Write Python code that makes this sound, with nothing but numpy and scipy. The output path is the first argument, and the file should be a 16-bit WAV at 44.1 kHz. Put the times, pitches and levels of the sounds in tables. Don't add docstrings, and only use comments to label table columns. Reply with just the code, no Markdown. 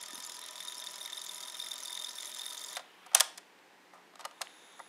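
import sys
import numpy as np
from scipy import signal
from scipy.fft import rfft, irfft, next_fast_len
from scipy.io import wavfile

SR = 44100
rng = np.random.default_rng(int(sys.argv[2]) if len(sys.argv) > 2 else 0)


def wav_out(sig):
    wavfile.write(sys.argv[1], SR, np.round(np.clip(np.atleast_2d(sig).T, -1, 1) * 32767).astype(np.int16))


def how_loud(loudness_db):
    steps = np.asarray(loudness_db, float) / 20
    return 10 ** steps


N = 215230
TIME_S = np.arange(N) / SR

# pitch_hz, level_db (per Hz)
AIR_COLOUR = [(15, -81.5), (25, -44), (150, -16), (167, -10.5), (245, -7.5), (280, -2.5), (378, -2),
              (669, -6), (854, -1), (1280, -8.5), (1730, -4.5), (3700, -14), (15200, -30), (16500, -51.5)]
AIR_DB = -61
HUM_HZ, HUM_DB = 180.7, -82.5
# start_s, peak_db
HAND_BUMPS = [
    (0.131, -55),
    (0.177, -56),
]
JOLT_DB = -56
# pitch_hz, t60_s
ROOM_DECAY = [(500, 0.38), (2000, 0.39), (6000, 0.2), (14000, 0.054)]
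ROOM_DB = -20
# pitch_hz, side_minus_mid_db
SIDE_COLOUR = [(60, -9), (200, -22), (380, -22.5), (700, -23.5), (1290, -36.5), (2380, -28), (4400, -20.5),
               (8120, -28.5), (15000, -24)]
KEYS_SIDE_DB = 1.5
STEADY_TOP_HZ = 15750

# time_s, level_db
STRAIN_LEVEL = [(2.8, -68.5), (3.14, -64)]
# time_s, level_db
PLAY_HISS_LEVEL = [(4.3, -80), (4.45, -68), (4.79, -66), (4.82, -68), (4.88, -70)]
# pitch_hz, width_hz, level_db
STRAIN_MODES = [(1100, 570, 0), (3100, 950, -0.5), (9900, 350, -13), (13500, 400, -14.5)]
# pitch_hz, width_hz, level_db
PLAY_MODES = [(1000, 1000, 1), (3675, 280, 7.5), (6610, 1050, -2.5), (7470, 160, -18.5)]
# time_s, level_db, pitch_hz
PLAY_WHISTLE = [(4.28, -80, 9900), (4.33, -74.5, 9800), (4.46, -68, 10400), (4.78, -68, 10250),
                (4.81, -61.5, 10100), (4.88, -66, 10100)]
LEADER_DB, LEADER_DB_PER_S, LEADER_HZ = -59, 5, 8500

# start_s, dull_snap_db, bright_snap_db, case_thump_db, ring_t60_s
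SNAP_KEYS = [
    (2.7669, -31, -38.5, -41.5, 0.044),
    (2.7927, -44, -55, -49, 0.038),
    (3.3791, -40.5, -43, -57, 0.031),
    (3.5872, -59, -79, -68, 0.021),
    (4.155, -47, -52, -57, 0.013),
    (4.2071, -40.5, -47.5, -62, 0.023),
    (4.31, -50, -61, -59, 0.0235),
    (4.415, -28.5, -31.5, -43.5, 0.032),
    (4.799, -68, -80, -43, 0.012),
]
LATCH_SNAPS = [
    (3.198, -25, -25, -48.5, 0.044),
    (3.2048, -20.5, -16.5, -28.5, 0.026),
]
SPRING_BUZZES = [
    (3.158, -32, -38.5, -45, 0.2),
    (3.212, -42, -50, -52.5, 0.074),
]
# start_s, dull_snap_db, bright_snap_db, case_thump_db, scrape_in_s
SLIDE_KEYS = [
    (3.057, -58, -56, -55.5, 0.0099),
    (3.374, -55, -43.5, -66, 0.0032),
    (4.135, -60.5, -82.5, -60, 0.0026),
    (4.242, -46, -75, -54, 0.00275),
    (4.2484, -34.5, -41.5, -41, 0.0053),
    (4.405, -69.5, -52.5, -42, 0.0095),
    (4.79, -62.5, -55.5, -53.5, 0.005),
]
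FINGER_RUBS = [
    (3.932, -64, -68, -56, 0.0046),
    (4.19, -51, -59, -55, 0.0051),
]
REWIND_KEY_SLIPS = [
    (3.115, -54, -66, -55, .002),
    (3.133, -50, -58, -49, .001),
    (3.1457, -28, -30, -40, .0006),
    (3.1497, -20, -20, -32, .0005),
]
# pitch_hz, level_db (per Hz)
SNAP_COLOUR = [(880, -48), (1500, -4), (2340, -6), (3050, -4), (3510, -4.5), (3880, -3.5), (4470, -4.5),
               (9170, -7.5), (15200, -17.5), (16800, -45.5)]
# pitch_hz, width_hz, level_db
CASE_MODES = [(546.5, 70, -4), (735, 96, 2.5), (930, 46, 2.5), (1011, 110, -0.5), (1233, 80, -2.5),
              (1420, 51, -2), (1280, 400, -7.5), (1980, 130, -7)]
SNAP_RISE_S, LATCH_RISE_S, SPRING_RISE_S = 0.0016, 0.0019, 0.01
SLIDE_T60_S, RUB_T60_S, SLIP_T60_S = 0.025, 0.18, 0.035
SPIKE_S, SPIKE_DB = 3.1488, -4
PAWL_S, PAWL_DB = 4.4712, -39

# time_s, turns_done
SHAFT_TURNS = [(0, .49), (.8, 34.33), (1.2, 51.32), (2, 85.4), (2.4, 102.58), (2.8, 120.1)]
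# place_turns, level_db, scatter_db, slack_share (how much it follows HUB_SLACK)
SHAFT_CONTACTS = [
    (0, 6.5, 2.5, -0.076),
    (.3, -0.5, 7, 0.92),
    (.62, -15, 2.5, -0.026),
]
WHEEL_BEATS = [(.381, -.04), (.382, -.12), (.208, -.05)]
WHEEL_SWING_DB = [0.2, 4, 4.5]
# time_s, slack_db
HUB_SLACK = [(0, -16), (.5, -6), (.8, 2), (1.4, -1), (2, 5), (2.4, 3), (2.76, 1.5)]
TAPE_END_S, COAST_T60_S = 2.768, 0.14
# pitch_hz, width_hz, level_db
CHASSIS_MODES = [(2004, 740, -16), (3226, 400, -17), (3633, 150, -3), (3930, 390, -13), (4620, 360, -13),
                 (5196, 340, -11.5), (6250, 450, -12.5), (6910, 580, -13.5), (7470, 520, -14.5),
                 (9340, 1770, -16), (10600, 1800, -17.5), (11990, 1200, -25), (13600, 2000, -28),
                 (15900, 1000, -28)]
# start_s, peak_db
HUB_RATTLES = [(0.603, -30), (0.65, -37), (0.6816, -26), (0.7453, -50), (0.8697, -37), (1.0127, -33),
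               (1.058, -30.5), (1.1294, -30), (1.171, -39), (1.215, -30), (1.292, -29), (1.4325, -33),
               (1.4814, -30), (1.5984, -25), (1.6225, -28.5), (1.6694, -38), (1.715, -25.5), (1.8562, -34),
               (1.8794, -30.5), (1.9272, -30.5), (1.95, -27.5), (1.973, -29), (1.997, -30.5),
               (2.044, -27.5), (2.068, -30.5), (2.1833, -27.5), (2.393, -27), (2.415, -35), (2.6126, -32),
               (2.686, -34.5)]
# pitch_hz, level_db (per Hz)
RATTLE_COLOUR = [(3000, -40), (4600, 0), (5300, -5.5), (7400, -10), (8250, -11), (9400, 0), (11200, -10.5),
                 (11900, -12), (15500, -25), (16500, -7.5)]
# start_s, peak_db, pitch_hz
FLANGE_TICKS = [(0.027, -32, 6180), (0.1216, -36, 5100), (0.145, -29, 5370), (0.2636, -26, 6400),
                (0.349, -28, 5240), (0.7806, -23, 5260), (1.039, -27, 5320), (1.18, -27, 5240),
                (1.3443, -24.5, 5160), (1.6432, -25, 5280), (1.8332, -22.5, 6160), (1.9515, -25, 6250),
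                (1.9739, -45, 6340), (2.0921, -26, 5260), (2.2064, -24, 6840), (2.255, -22.5, 6230),
                (2.3705, -31, 6230)]
FLANGE_HZ = [5420, 6250, 6900]
# pitch_hz, width_hz, level_db
GEAR_MODES = [(607, 39, -14), (967.6, 50, -9), (1004.6, 48, -9.5), (1232, 120, -12.5), (1802, 17, -10.5),
              (2010, 390, -28.5), (3488, 630, -19.5)]
# pitch_hz, level_db (per Hz)
WHIRR_COLOUR = [(240, -58), (400, -21), (986, 5), (2890, -10.5), (3590, 5), (4190, -38), (5300, 10.5),
                (11200, -35), (15300, -32.5), (16500, -39.5)]
KNOCK_DB, WHIRR_DB, MESH_TEETH = -49.5, -56.5, 23
RUB_DB, RUB_RISE_FROM_S, RUB_RISE_DB_PER_S = -13, 1.9, 7
RATTLE_TREBLE_DB, TREBLE_FOLLOWS = -44, 0.52
LIGHT_RATTLE_DB, LIGHT_SCATTER_DB = -45.5, 5
TICK_DB, TICK_SCATTER_DB, TICK_TREBLE_DB = -40, 6, -9.5


def noise():
    return rng.standard_normal(N)


def rms_one(x):
    return x / np.sqrt(np.mean(x ** 2) + 1e-20)


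def butter(x, order, hz, kind="low"):
    return signal.sosfilt(signal.butter(order, hz, kind, fs=SR, output="sos"), x)


def in_time(rows, outside=None):
    s, *columns = np.transpose(rows)
    return [np.interp(TIME_S, s, column, outside, outside) for column in columns]


def shade(x, spectrum):
    size = 4096
    hz, db = np.transpose(spectrum)
    bins_hz = np.arange(size // 2 + 1) * SR / size
    curve_db = np.interp(np.log(bins_hz + 1), np.log(hz), db)
    cepstrum = irfft(np.log(how_loud(curve_db)))
    cepstrum[1:size // 2] *= 2
    cepstrum[size // 2 + 1:] = 0
    response = irfft(np.exp(rfft(cepstrum)))
    return signal.fftconvolve(x, response)[:len(x)]


def resonate(x, peaks):
    out = 0
    for k, (hz, width_hz, db) in enumerate(peaks):
        r = np.exp(-np.pi * width_hz / SR)
        top = [(1 - r * r) / 2, 0, (r * r - 1) / 2]
        bottom = [1, -2 * r * np.cos(2 * np.pi * hz / SR), r * r]
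        out = out + (-1) ** k * how_loud(db) * signal.lfilter(top, bottom, x + 1e-18)
    return out


def humps(peaks):
    hz = np.geomspace(200, 20000, 900)
    power = sum(how_loud(2 * db) / (1 + (2 * (hz - f) / width_hz) ** 2) ** 2 for f, width_hz, db in peaks)
    return np.transpose([hz, 10 * np.log10(power)])


def swells(times, dbs, t60s, rises):
    shape, t = np.zeros(N), np.arange(8000) / SR
    for s, db, t60, rise in np.broadcast(times, dbs, t60s, rises):
        start, rise = round(s * SR), max(rise, 1e-4)
        fall = how_loud(db - 60 * np.maximum(t - rise, 0) / max(t60, .003))
        one = fall * np.sin(np.pi / 2 * np.minimum(t / rise, 1)) ** 2
        shape[start:start + len(t)] += one[:N - start]
    return shape


def bursts(times, dbs, t60s, rises):
    return swells(times, dbs, t60s, rises) * noise()


def flicker(rate_hz, depth_db):
    r = np.exp(-2 * np.pi * rate_hz / SR)
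    slow = signal.lfilter([1], [1, -2 * r, r * r], rng.standard_normal(N + SR))[SR:]
    return how_loud(depth_db * rms_one(slow))


def tone(hz):
    return np.sin(2 * np.pi * np.cumsum(hz * np.ones(N)) / SR)


def room_air():
    return how_loud(AIR_DB) * rms_one(shade(noise(), AIR_COLOUR))


def microphone_body():
    s, db = np.transpose(HAND_BUMPS)
    hits = bursts(s, db + 27, 0.017, 0.0032)
    bumps = resonate(resonate(hits, [(260, 160, 0)]), [(260, 210, 0)])
    jolt = swells(SPIKE_S, JOLT_DB, 0.0059, 0.0012)
    hum = how_loud(HUM_DB) * np.sqrt(2) * flicker(6.2, 2.9) * np.sin(2 * np.pi * HUM_HZ * TIME_S)
    return bumps + jolt + hum


def room(x):
    t, tail = np.arange(SR // 2) / SR, 0
    for hz, t60 in ROOM_DECAY:
        band = resonate(rng.standard_normal(len(t)), [(hz, 1.5 * hz, 0)])
        tail = tail + band * how_loud(-60 * t / t60) * np.minimum(t / 0.03, 1)
    return signal.fftconvolve(x, tail / np.sqrt(np.sum(tail ** 2)))[:N]


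def slow_motor(curve, peaks, lift_db):
    level_db = in_time(curve, outside=-140)[0]
    return how_loud(level_db + lift_db) * flicker(30, 0.55) * rms_one(resonate(noise(), peaks))


def capstan():
    rough = rms_one(butter(noise(), 2, 260)) * flicker(15, 0.92)
    level_db = in_time(PLAY_WHISTLE, outside=-140)[0]
    pitch_hz = in_time(PLAY_WHISTLE)[1]
    return how_loud(level_db + 0.5) * rough * tone(pitch_hz)


def coasting():
    return how_loud(-60 * np.maximum(TIME_S - TAPE_END_S, 0) / COAST_T60_S)


def leader():
    growth_db = LEADER_DB_PER_S * np.minimum(TIME_S - TAPE_END_S, 0)
    hiss = butter(noise(), 2, LEADER_HZ, "high")
    return how_loud(LEADER_DB + growth_db) * coasting() * flicker(40, 2.1) * hiss


def strike(s, dull_db, bright_db, thump_db, t60, rise, top_hz):
    dull = butter(shade(bursts(s, dull_db + 9.5, t60, rise), SNAP_COLOUR), 3, 4800)
    bright = shade(bursts(s, bright_db + 14.0, 0.68 * t60, rise), SNAP_COLOUR)
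    bright = butter(bright, 2, [4800, top_hz], "band")
    push = bursts(s, thump_db + 18.5, 1.74 * t60, rise)
    knock = np.gradient(swells(s + rise / 2, thump_db + 42, 0.0039, 0.00016))
    return dull + bright + resonate(push + knock, CASE_MODES)


def latch_spike():
    ring = .2 * tone(2900) + .8 * tone(6000) + tone(8800) + .8 * tone(10100) + .3 * tone(13800)
    return swells(SPIKE_S, SPIKE_DB, .0015, .0008) * ring


def pawl():
    return swells(PAWL_S, PAWL_DB, 0.0053, 0.00045) * (tone(1900) + tone(3000))


def keys():
    out = latch_spike() + pawl()
    snapping = [(SNAP_KEYS, SNAP_RISE_S, 12500), (LATCH_SNAPS, LATCH_RISE_S, 15900),
                (SPRING_BUZZES, SPRING_RISE_S, 9500)]
    for rows, rise, top_hz in snapping:
        out += strike(*np.transpose(rows), rise, top_hz)
    sliding = [(SLIDE_KEYS, SLIDE_T60_S, 12500), (FINGER_RUBS, RUB_T60_S, 12500),
               (REWIND_KEY_SLIPS, SLIP_T60_S, 15900)]
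    for rows, t60, top_hz in sliding:
        s, dull_db, bright_db, thump_db, rise = np.transpose(rows)
        out += strike(s, dull_db, bright_db, thump_db, t60, rise, top_hz)
    return out


def touches(index, scatter_db):
    shaft_s, turns = np.transpose(SHAFT_TURNS)
    place, _, _, follows = SHAFT_CONTACTS[index]
    ratio, phase = WHEEL_BEATS[index]
    turn = np.arange(1, 119)
    luck = np.clip(rng.standard_normal((118, 2)), -2.5, 1.3)
    times = np.interp(turn + place + .03 * luck[:, 0], turns, shaft_s)
    slack_db = follows * np.interp(times, *np.transpose(HUB_SLACK))
    beat_db = WHEEL_SWING_DB[index] * np.cos(2 * np.pi * (ratio * turn + phase))
    return times, slack_db + beat_db + scatter_db * luck[:, 1]


def hub_rattles():
    light_s, light_db = touches(index=1, scatter_db=LIGHT_SCATTER_DB)
    s, db = np.transpose(HUB_RATTLES)
    plate = swells(s - .0015, db - 4.5, 0.011, 0.006)
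    plate += swells(light_s - .002, LIGHT_RATTLE_DB + light_db, 0.0079, 0.00291)
    ring = plate * tone(3630 * flicker(60.6, 0.11))
    treble_db = RATTLE_TREBLE_DB + TREBLE_FOLLOWS * (db + 35.5) + 8
    return ring + shade(bursts(s - .0018, treble_db, 0.024, 0.0029), RATTLE_COLOUR)


def flange_ticks():
    light_s, light_db = touches(index=2, scatter_db=TICK_SCATTER_DB)
    light_hz = rng.choice(FLANGE_HZ, len(light_s))
    rows = np.vstack([FLANGE_TICKS, np.transpose([light_s, TICK_DB + light_db, light_hz])])
    s, db, hz = rows[np.argsort(rows[:, 0])].T
    latest = np.maximum(np.searchsorted(s - .002, TIME_S) - 1, 0)
    ticks = swells(s - .001, db - 15, 0.032, 0.0015) * tone(hz[latest] * flicker(186.5, 0.23))
    glint = bursts(s - .001, db + TICK_TREBLE_DB + 6.5, 0.013, 0.0028)
    return ticks + resonate(glint, [(9630, 430, -1.5), (11080, 410, -1.7)])


def gear_whirr():
    white = noise()
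    rubbing = rms_one(shade(white, WHIRR_COLOUR)) * how_loud(-1.0)
    ringing = rms_one(resonate(white, GEAR_MODES)) * how_loud(2.0) * flicker(44, 1.0)
    turns_per_s = np.gradient(in_time(SHAFT_TURNS)[0]) * SR
    mesh_hz = MESH_TEETH * 1.008 * turns_per_s * flicker(20, .15)
    mesh = how_loud(-11) * flicker(35, 2.5) * tone(mesh_hz)
    return how_loud(WHIRR_DB) * coasting() * (rubbing + ringing + mesh)


def contacts(peaks):
    rub_db = RUB_DB + RUB_RISE_DB_PER_S * np.maximum(TIME_S - RUB_RISE_FROM_S, 0)
    scrapes = how_loud(rub_db) * noise() * flicker(40, 6.0) * coasting()
    for k, (_, db, scatter_db, _) in enumerate(SHAFT_CONTACTS):
        times, dbs = touches(k, scatter_db)
        scrapes += bursts(times - .0025, db + dbs, .011, .0045)
    return shade(scrapes, humps(peaks))


def motor():
    parts = CHASSIS_MODES[:4], CHASSIS_MODES[4:9], CHASSIS_MODES[9:]
    knocks = rms_one(sum(contacts(part) for part in parts))
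    return how_loud(KNOCK_DB) * knocks + gear_whirr() + hub_rattles() + flange_ticks()


def scene():
    top = signal.cheby2(14, 40, STEADY_TOP_HZ + 250, fs=SR, output="sos")
    mid_air = signal.sosfilt(top, room_air())
    side_air = signal.sosfilt(top, room_air())
    running = motor() + capstan() + leader()
    running += slow_motor(STRAIN_LEVEL, STRAIN_MODES, lift_db=4)
    running += slow_motor(PLAY_HISS_LEVEL, PLAY_MODES, lift_db=6.0)
    running = butter(signal.sosfilt(top, running), 6, 490, "high")
    clicks = butter(keys(), 6, 490, "high")
    deck = running + clicks
    mid = deck + how_loud(ROOM_DB) * room(deck) + microphone_body() + mid_air
    uneven = how_loud(-3.0) * running + how_loud(KEYS_SIDE_DB) * clicks
    lagged = signal.hilbert(uneven, next_fast_len(N)).imag[:N]
    side = shade(lagged + how_loud(-34.5) * room(deck) + how_loud(5.0) * side_air, SIDE_COLOUR)
    return np.array([mid + side, mid - side])


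def band_limit(x):
    return signal.sosfilt(signal.butter(12, 16980, fs=SR, output="sos"), x)


def record(dry):
    rounded = 1.3 * np.tanh(dry / 1.3)
    top = signal.cheby2(12, 60, 17350, fs=SR, output="sos")
    return band_limit(signal.sosfilt(top, rounded))


dry = scene()
out = record(dry)
wav_out(out)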